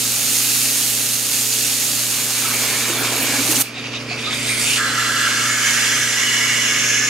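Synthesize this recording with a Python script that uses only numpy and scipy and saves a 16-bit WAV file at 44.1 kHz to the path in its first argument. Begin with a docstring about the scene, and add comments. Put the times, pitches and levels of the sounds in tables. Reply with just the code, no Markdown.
"""A small electric pump and its fan motor hum on a hard floor (sine tones, coloured noise) throughout, while
a hand-held nozzle sprays water into a plastic bucket (noise hiss and sizzle). The nozzle is lowered: from 2 s
the jet churns up froth and bubbles (patchy noise, damped sines). At 3.6 s it plunges under: a typed recorder
gain curve ducks the hum, gulps pass over bubble clouds and fizz. From 4.8 s it scours the wall and the bucket
rings (resonant noise)."""
import sys
import numpy as np
from scipy import signal
from scipy.fft import rfft, irfft, next_fast_len
from scipy.io import wavfile
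from scipy.ndimage import uniform_filter1d, map_coordinates

SR = 44100
rng = np.random.default_rng(int(sys.argv[2]) if len(sys.argv) > 2 else 0)


def materialize(psi):
    """Save the field psi as 16-bit PCM at rate SR to the path in sys.argv[1].

    A 1-D psi becomes a single channel; in a 2-D psi each row is a channel.
    """
    bounded = np.clip(np.atleast_2d(psi).T, -1, 1)
    quanta = np.round(bounded * 32767).astype(np.int16)
    wavfile.write(sys.argv[1], SR, quanta)


def volts_from_db(level):
    """Convert decibel levels to linear amplitude ratios."""
    exponent = np.asarray(level, float) / 20
    return 10 ** exponent


N = 312669

# Spectra (f/Hz, level/dB per Hz) give the colour only: the noise is scaled to rms 1 before its gain.
# hum level as heard, with the recorder's slow gain changes, before the gain duck: t/s, level/dB
HUM_LEVEL = [(0, -39.5), (1.5, -41), (2.2, -40), (3.1, -36.5), (3.55, -36.5), (4.5, -36.5), (6.2, -39.5),
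             (6.7, -38), (7.09, -38.5)]
# magnetic hum re hum level: f/Hz, level/dB rms (first row: only f is used, its level is 0 dB)
MAINS_TONES = [(119.95, -5), (239.9, -2.5)]
# beat of twice the fan's speed with the mains hum: rate/Hz, time of a swell/s, level re first hum tone/dB
FAN_BEAT = (2.02, 0.54, -16)
# fan motor tones re hum level: f/Hz, level/dB rms
FAN_TONES = [(58.96, -20.5), (144.7, -15.5), (190.5, -17.5), (522, -17.5), (589.7, -19)]
# pump shaft orders re hum level: multiple of shaft rate, level/dB rms
SHAFT_ORDERS = [(3, -25), (4, -33), (5, -20), (6, -13), (8, -28), (9, -11), (11, -4.5), (12, -10.5),
                (14, -19.5), (16, -14), (18, -7.5), (20, -18), (22, -18.5), (24, -11), (27, -16.5)]
# rush of the pump case: f/Hz, level/dB per Hz
CASE_SPECTRUM = [(12, -55), (20, -23), (65, -21), (90, -14), (118, -16), (183, -11.5), (245, -2.5),
                 (360, -4), (519, -5.5), (890, -10), (1280, -5.5), (1560, -8.5), (2000, -9), (2600, -23),
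                 (4400, -120)]
# faint steady hiss of the room: f/Hz, level/dB per Hz
ROOM_SPECTRUM = [(1500, -40), (3000, -3), (8000, 0), (12000, -7), (15800, -5)]
# open spray as the nozzle is lowered, before spits: t/s, hiss level/dB, top sizzle level/dB
SPRAY_LEVELS = [(0, -20, -24.5), (.5, -18.5, -21.5), (1.16, -20.5, -23.5), (1.75, -19.5, -24),
                (2.32, -21, -25), (2.77, -20.5, -27), (3.0, -23.5, -30.5), (3.35, -20, -28),
                (3.65, -22.5, -23)]
# spray hiss: f/Hz, level/dB per Hz
HISS_SPECTRUM = [(410, -50), (700, -28), (804, -9.5), (871, -21), (1020, -24), (1260, -15.5), (1950, -10),
                 (2760, -2.5), (3100, -5.5), (4430, -1.5), (5380, -3.5), (6470, 0.5), (7870, -1.5),
                 (11000, -9), (14300, -17), (22000, -120)]
# top sizzle of the spray: f/Hz, level/dB per Hz
SIZZLE_SPECTRUM = [(5290, -33), (9000, -2), (12800, -2), (15100, -7.5), (15700, -10)]
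# the nozzle spits at the surface: t/s, length/s, hiss lift/dB, sizzle lift/dB
SPITS = [(2.888, .04, 1, 3), (3.0, .05, -3, 6), (3.056, .06, 2.5, 1), (3.17, .03, -1, 5),
         (3.227, 0.063, -2, 7.5), (3.517, 0.027, 3, 8), (3.564, .03, 5, 2), (3.613, 0.04, 4.5, 9)]
# depth of the jet's bite in the water, as froth level: t/s, level/dB
FROTH_LEVEL = [(2.0, -37), (2.47, -27), (2.93, -24), (3.44, -25.5), (3.65, -30)]
# froth: f/Hz, level/dB per Hz
FROTH_SPECTRUM = [(500, -33), (800, -10.5), (1300, -5), (1740, -3.5), (2020, -7.5), (2300, 2.5),
                  (2560, -3.5), (2880, -3.5), (3200, -6), (4300, -6.5), (5500, -14), (7200, -38),
                  (12000, -120)]
# large single bubbles: t/s, level before swell and decay/dB, starting f/Hz, t60/s
LARGE_BUBBLES = [(2.445, -23, 1298, 0.12), (2.5, -24, 263, 0.25), (2.895, -17, 335, 0.15),
                 (3.0, -24, 285, .25), (3.04, -23, 290, .2), (3.185, -19, 260, .18), (3.225, -19, 269, .2),
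                 (3.285, -19, 276, .2), (3.33, -19, 282, .15), (3.38, -14.5, 270.5, 0.21),
                 (3.486, -12, 306, 0.11), (3.571, -17.5, 266, 0.16), (3.77, -27, 739, 0.062),
                 (4.11, -19.5, 703, 0.06), (4.271, -22.5, 1240, 0.19)]
# jet under water, gathering force, before gulps: t/s, fizz level/dB, finest fizz level/dB
FIZZ_LEVELS = [(3.64, -33, -40), (3.72, -36, -49), (4.07, -34.5, -48), (4.17, -32, -44), (4.21, -29, -36.5),
               (4.31, -27.5, -37.5), (4.35, -26.5, -29.5), (4.64, -22, -21.5), (4.775, -17.5, -21.5)]
# fizz: f/Hz, level/dB per Hz
FIZZ_SPECTRUM = [(700, -26), (1200, -14), (1800, -9.5), (2300, -3.5), (3100, -4.5), (4000, -11), (4600, -4),
                 (5500, -10), (6300, -11), (8000, -24), (10400, -46), (17000, -120)]
# finest fizz: f/Hz, level/dB per Hz
FINEST_SPECTRUM = [(4120, -22), (7000, -5), (8700, -4), (9990, -8.5), (11300, -12.5), (12100, -15),
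                   (14000, -19), (15700, -26)]
# centre pitch of the bubble cloud: t/s, f/Hz
CLOUD_PITCH = [(3.64, 2400), (3.95, 2650), (4.12, 2405), (4.3, 2260), (4.62, 2200), (4.7, 2750),
               (4.775, 2950)]
# gulps of air pass the sunken nozzle: t/s, length/s, lift/dB, small-bubble cloud level/dB
GULPS = [(3.78, 0.077, 3.5, -34), (3.867, .07, 6.5, -43), (3.957, .06, 9.5, -29.5), (4.122, 0.065, 6, -56),
         (4.198, 0.035, 3, -34), (4.268, 0.076, 1.5, -25.5), (4.339, 0.048, 1, -27), (4.4, .08, -0.5, -33),
         (4.48, .1, 1.5, -31), (4.594, 0.14, -0.5, -29.5), (4.697, .1, 0.5, -39)]
# jet on the wall: t/s, ringing level/dB, scour level/dB
WALL_LEVELS = [(4.79, -20.5, -25), (5.24, -19, -22.5), (5.6, -19.5, -22.5), (5.71, -18.5, -19.5),
               (6.1, -20, -22.5), (6.33, -18.5, -22), (7.09, -17.5, -24.5)]
# bucket modes: f/Hz, width/Hz, level/dB for each of five resting places of the nozzle
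BUCKET_MODES = [(1074, 40, -16, -19, -23, -17, -24), (1228, 21.5, -6, -3, -8, -14, -6),
                (1351, 27, -1.5, -3, -5.5, -11.5, -12), (1513, 29, -5, -1.5, -6, -14, -5),
                (1608, 35, -2.5, -1, -2, -10, -4), (1714, 47, -4, -0.5, -5, -7.5, 0.5),
                (1856, 40, -15, -6, -5, -10, -11), (1994, 40, -8.5, -7, -2.5, -3, -5),
                (2150, 35, -19, -1.5, -10, -6, -1), (2216, 37, -13, 0.5, -1.5, -2.5, -0.5),
                (2487, 83, -18, -10, -11, -18, -4.5), (2757, 90, -11.5, -14, -8.5, -10.5, -4.5),
                (2945, 52, -13, -9, -9, -4.5, -6), (3417, 55, -12, -13, -6.5, -15, -8),
                (4190, 230, -15.5, -16, -16.5, -22, -17), (4840, 200, -16.5, -12, -16, -22, -16),
                (5270, 120, -18, -10, -9, -11.5, -8), (5460, 90, -22, -20, -18, -20, -3),
                (5780, 67, -15, -9, -6, -10.5, -5), (6106, 62, -16, -2.5, -0.5, -17, -5),
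                (6320, 88, -31, -11, -16, -10, 0.5), (6870, 105, -22, -4.5, -8, -11.5, -3.5),
                (7220, 130, -14, -9, -7, -13, -10), (8100, 410, -20, -14, -16, -21.5, -24)]
# the nozzle shifts to its next resting place: mid t/s, length/s
NOZZLE_SHIFTS = [(5.38, 0.32), (5.79, 0.17), (6.202, 0.094), (6.73, 0.34)]
# scouring wash: f/Hz, level/dB per Hz
WASH_SPECTRUM = [(530, -29), (900, -14.5), (1510, -26), (1700, -2.5), (2430, -9), (3020, -1.5),
                 (3830, -9.5), (7060, -7), (12800, -17.5), (15700, -29)]
# two microphones in the open air: f/Hz, likeness 0-1, left lead/rad
OPEN_EARS = [(100, 0.94, 0), (400, 1, 0), (646, 0.71, -0.047), (1500, 0.99, 0.35), (2900, 0.65, -.2),
             (4000, 0.63, -0.6), (5100, .5, -0.03), (6030, 0.37, 0.21), (6700, 0.82, 0), (9000, 0.76, 0.27),
             (12300, 0.63, .25), (13300, 0.6, .9), (15500, .8, 0)]
# two microphones on sounds inside the bucket: f/Hz, likeness 0-1, left lead/rad
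BUCKET_EARS = [(100, .99, 0), (600, 0.97, 0.85), (1540, 0.75, 0), (2430, 0.73, -0.78), (4000, 0.65, -0.91),
               (5500, 0.48, -0.063), (7600, 0.78, 0.82), (9500, 0.24, -0.62), (10900, 0.61, -0.063),
               (12000, .25, -1.4), (13000, .3, -.6), (15500, .55, -.2)]
# stereo balance: f/Hz, left minus right/dB
BALANCE = [(60, -3), (130, -2.5), (290, -2.5), (640, -0.5), (1410, -2), (3100, -2.0), (6820, -2.5),
           (15000, -3.0)]
# narrow notch of the recorder: f/Hz, width/Hz, depth 0-1
RECORDER_NOTCH = (7870, 110, .66)

PUMP_HZ = 24.73
PLUNGE_S = 3.622  # the nozzle goes under water
DUCK_DB, DUCK_RECOVERY_S = -9, 0.21  # recorder gain duck on the hum at the loud plunge; its recovery
CHOKE_S, LINGER_DB, LINGER_T60_S = 0.0022, -11.5, 0.43  # water shuts the spray off; a weak echo lingers
GURGLE_DB, GURGLE_RISE_DB_PER_S, GURGLE_LUMPS_DB = -31, 16, 2  # level from 3 s; rise until then; unevenness
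CLOUD_DB, CLOUD_DB_PER_FIZZ_DB = -33.5, 0.73  # bubble cloud at a fizz of -30 dB; growth with fizz
FIZZ_SHARE = 0.84  # share of a gulp's lift in dB that the fizz takes
BAND_LIMIT_HZ = 15770


def unit(x):
    """Scale to rms 1."""
    return x / np.sqrt(np.mean(x ** 2) + 1e-20)


def along(points, hz, axis=1):
    """One column of (f/Hz, values) points on a log axis."""
    table = np.transpose(points)
    return np.interp(np.log(hz + 1), np.log(table[0] + 1), table[axis])


def gains(rows, fade_s=0.025):
    """Gain per sample for each dB column, fading outside the rows."""
    s, *columns = np.transpose(rows)
    t = np.arange(N) / SR
    fade = np.clip(np.minimum(t - s[0], s[-1] - t) / fade_s + 1, 0, 1)
    return np.array([fade * volts_from_db(np.interp(t, s, column)) for column in columns])


def wobble(rate_hz):
    """Smooth random curve, rate_hz knots a second."""
    knots = rng.standard_normal(int(N * rate_hz / SR) + 4)
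    return map_coordinates(knots, [np.arange(N) * rate_hz / SR])


def bumps(rows):
    """One smooth hump of height 1 per (t/s, length/s) row."""
    s, length_s = np.transpose(rows)[:2, :, None]
    return np.exp(-(2 * (np.arange(N) / SR - s) / length_s) ** 2)


def in_air():
    """Gain 1 until the plunge, then a quick cut and a weak decaying echo."""
    after_s = np.maximum(np.arange(N) / SR - PLUNGE_S, 0)
    cut = (1 - volts_from_db(LINGER_DB)) * np.exp(-after_s / CHOKE_S)
    return cut + volts_from_db(LINGER_DB - 60 * after_s / LINGER_T60_S)


def filtered(x, response):
    """x times a complex response of frequency."""
    m = next_fast_len(N + 8192)
    return irfft(rfft(x, m) * response(np.fft.rfftfreq(m, 1 / SR)), m)[..., :N]


def shape(points):
    """Response of a (f/Hz, level/dB) spectrum."""
    return lambda hz: volts_from_db(along(points, hz))


def resonant(modes):
    """Sum of second-order resonances (f/Hz, width/Hz, level/dB) of alternating sign."""
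    def mode(f, centre, width, db):
        return volts_from_db(db) * 1j * f * width / (centre * centre - f * f + 1j * f * width)
    return lambda f: sum((-1) ** k * mode(f, *row) for k, row in enumerate(modes))


def spread(pair, response, ears):
    """Two unrelated sounds coloured and mixed to left and right of given likeness and phase; rms 1."""
    def mid_side(hz):
        angle = np.arccos(np.clip(along(ears, hz), -1, 1)) / 2
        return response(hz) * [np.cos(angle), np.sin(angle)]

    def lead(hz):
        return np.exp(.5j * along(ears, hz, axis=2) * np.array([[1], [-1]]))

    mid, side = filtered(pair, mid_side)
    return unit(filtered(np.array([mid + side, mid - side]), lead))


def rush(response, ears, patchy_db, spiky_db):
    """Stereo noise: patches of random gain, and droplets that spike within milliseconds; rms 1."""
    spiky = rng.standard_normal((2, N)) * volts_from_db(spiky_db * wobble(700))
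    z = signal.stft(spiky, nperseg=512)[2]
    field = uniform_filter1d(rng.standard_normal(z.shape[1:]), size=6, axis=0)
    field = uniform_filter1d(field, size=12, axis=1)
    patchy = signal.istft(z * volts_from_db(patchy_db * unit(field)), nperseg=512)[1][:, :N]
    return spread(patchy, response, ears)


def tones(lines, waver_db, drift_s):
    """Sines of given rms dB, each wavering a little; drift_s shifts them all in time."""
    t = np.arange(N) / SR
    out = 0
    for hz, db in lines:
        sine = np.sin(2 * np.pi * (hz * (t + drift_s) + rng.random()))
        out = out + 2 ** .5 * volts_from_db(db + waver_db * wobble(7)) * sine
    return out


def cloud(s, hz, ears, count, scatter, cycles, size_db):
    """Bubbles: damped sines of rising pitch scattered around a moving centre; rms 1 while they last."""
    when = rng.random((2, count, 1))
    high = rng.standard_normal((2, count, 1))
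    big = rng.exponential(size=(2, count, 1))
    start = s[0] + when * (s[-1] - s[0])
    k = np.arange(int(10 * cycles * SR / np.min(hz)))
    turns = np.interp(start, s, hz) * np.exp(scatter * high) * k / SR
    envelope = volts_from_db(size_db * big) * np.exp(scatter * high / 2) * turns * np.exp(-turns / cycles)
    rings = envelope * np.sin(2 * np.pi * turns * (1 + .0012 * turns))
    pair = [np.bincount((i + k).ravel(), ring.ravel(), N)[:N]
            for i, ring in zip((start * SR).astype(int), rings)]
    stereo = spread(np.array(pair), lambda f: f ** 2 / (f ** 2 + 210 ** 2), ears)
    return stereo * np.sqrt((s[-1] - s[0]) * SR / N)


def machine():
    """Mains hum, fan tones, pump orders on a shaft whose speed wanders, rush of the case, room hiss."""
    t = np.arange(N) / SR
    duck_db = DUCK_DB * (1 - in_air()) * np.exp(-np.abs(t - PLUNGE_S) / DUCK_RECOVERY_S)
    level = gains(HUM_LEVEL)[0] * volts_from_db(duck_db)
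    beat_hz, swell_s, beat_db = FAN_BEAT
    beat = 1 + volts_from_db(beat_db) * np.exp(-2j * np.pi * beat_hz * (t - swell_s))
    turn = np.exp(2j * np.pi * MAINS_TONES[0][0] * t) * beat
    hum = 2 ** .5 * turn.real + tones(MAINS_TONES[1:], waver_db=1.0, drift_s=0)
    fan = tones(FAN_TONES, waver_db=2.5, drift_s=0)
    orders = [(k * PUMP_HZ, db) for k, db in SHAFT_ORDERS]
    pump = tones(orders, waver_db=2.0, drift_s=.0012 * wobble(1.5) + 0.00026 * wobble(12))
    room = volts_from_db(-17) * rush(shape(ROOM_SPECTRUM), OPEN_EARS, patchy_db=.5, spiky_db=1)
    case = volts_from_db(2.5) * rush(shape(CASE_SPECTRUM), OPEN_EARS, patchy_db=0.76, spiky_db=0.5)
    return level * (hum + fan + pump + room + case)


def spray():
    """Droplets tear out of the nozzle; hiss and sizzle noise flutter together."""
    lifts = volts_from_db(np.transpose(SPITS)[2:] @ bumps(SPITS))
    hiss, sizzle = gains(SPRAY_LEVELS, fade_s=0.11) * lifts * in_air()
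    flutter = volts_from_db(0.49 * wobble(8.85) + 0.32 * wobble(34.86))
    body = rush(shape(HISS_SPECTRUM), OPEN_EARS, patchy_db=.7, spiky_db=1.2)
    top = rush(shape(SIZZLE_SPECTRUM), OPEN_EARS, patchy_db=.3, spiky_db=1.2)
    return flutter * (hiss * body + sizzle * top)


def churn():
    """The close jet whips up froth (patchy noise) and drags down gurgling bubbles."""
    froth = gains(FROTH_LEVEL)[0] * in_air() * volts_from_db(0.4 * wobble(23.2))
    rise_db = GURGLE_RISE_DB_PER_S * np.minimum(np.arange(N) / SR - 3, 0)
    gurgle = volts_from_db(GURGLE_DB + rise_db + GURGLE_LUMPS_DB * wobble(32)) * in_air()
    bubbles = cloud([FROTH_LEVEL[0][0], FROTH_LEVEL[-1][0]], [640, 560], OPEN_EARS,
                    count=2600, scatter=0.522, cycles=0.77, size_db=1.5)
    return froth * rush(shape(FROTH_SPECTRUM), OPEN_EARS, patchy_db=2.6, spiky_db=1.0) + gurgle * bubbles


def glugs():
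    """Large bubbles swell within a few cycles and die with slightly rising pitch."""
    out, t = np.zeros(N), np.arange(SR // 3) / SR
    for s, db, hz, t60_s in LARGE_BUBBLES:
        swell = (1 - np.exp(-t * hz / 2.2)) * volts_from_db(db - 60 * t / t60_s)
        out[round(s * SR):][:len(t)] += swell * np.sin(2 * np.pi * hz * t * (1 + 0.33 * t))
    return out


def submerged():
    """Two bubble clouds sing under water over patchy fizz that brightens with force."""
    fizz, finest = gains(FIZZ_LEVELS)
    humps, (lift_db, small_db) = bumps(GULPS), np.transpose(GULPS)[2:]
    lift, small = volts_from_db(lift_db @ humps), volts_from_db(small_db) @ humps
    body = volts_from_db(CLOUD_DB) * (fizz / volts_from_db(-30)) ** CLOUD_DB_PER_FIZZ_DB
    swarm = cloud(*np.transpose(CLOUD_PITCH), BUCKET_EARS, count=2000, scatter=0.075, cycles=6, size_db=1.5)
    thin = cloud([FIZZ_LEVELS[0][0], FIZZ_LEVELS[-1][0]], [3600, 3540], BUCKET_EARS,
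                 count=900, scatter=.04, cycles=8, size_db=1.6)
    fizz_noise = rush(shape(FIZZ_SPECTRUM), BUCKET_EARS, patchy_db=1.7, spiky_db=1.5)
    finest_noise = rush(shape(FINEST_SPECTRUM), BUCKET_EARS, patchy_db=2.0, spiky_db=2.0)
    bubbles = lift * body * swarm + small * thin
    return volts_from_db(0.98 * wobble(25.15)) * (bubbles + lift ** FIZZ_SHARE * fizz * fizz_noise + finest * finest_noise)


def wall():
    """Jet noise drives the bucket's modes; each shift of the nozzle feeds them differently."""
    ringing, scour = gains(WALL_LEVELS)
    t, modes = np.arange(N) / SR, np.array(BUCKET_MODES)
    shifts = [np.clip((t - s) / length_s + .5, 0, 1) for s, length_s in NOZZLE_SHIFTS]
    moved = [np.ones(N)] + shifts + [np.zeros(N)]
    ring = 0
    for k in range(len(NOZZLE_SHIFTS) + 1):
        share = np.sqrt(np.abs(moved[k] - moved[k + 1]))  # equal-power crossfade
        response = resonant(modes[:, [0, 1, k + 2]])
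        ring = ring + share * rush(response, BUCKET_EARS, patchy_db=1.1, spiky_db=1.0)
    wash = rush(shape(WASH_SPECTRUM), BUCKET_EARS, patchy_db=0.75, spiky_db=0.2)
    return volts_from_db(0.29 * wobble(14)) * (ringing * ring + scour * wash)


def scene():
    """All sources, leaning to the right."""
    mix = machine() + spray() + churn() + glugs() + submerged() + wall()
    return filtered(mix, lambda hz: volts_from_db(along(BALANCE, hz) / 2 * np.array([[1], [-1]])))


def top_cut(x):
    """Nothing passes above the cut-off."""
    return signal.sosfilt(signal.butter(12, 15890, fs=SR, output="sos"), x)


def record(dry):
    """The recorder cuts a narrow notch; a band limit removes all above it."""
    centre_hz, width_hz, depth = RECORDER_NOTCH

    def response(f):
        notch = depth / (1 + (2 * (f - centre_hz) / width_hz) ** 2)
        return (f < BAND_LIMIT_HZ) * (1 - notch)

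    return top_cut(filtered(dry, response))


dry = scene()
out = record(dry)
materialize(out)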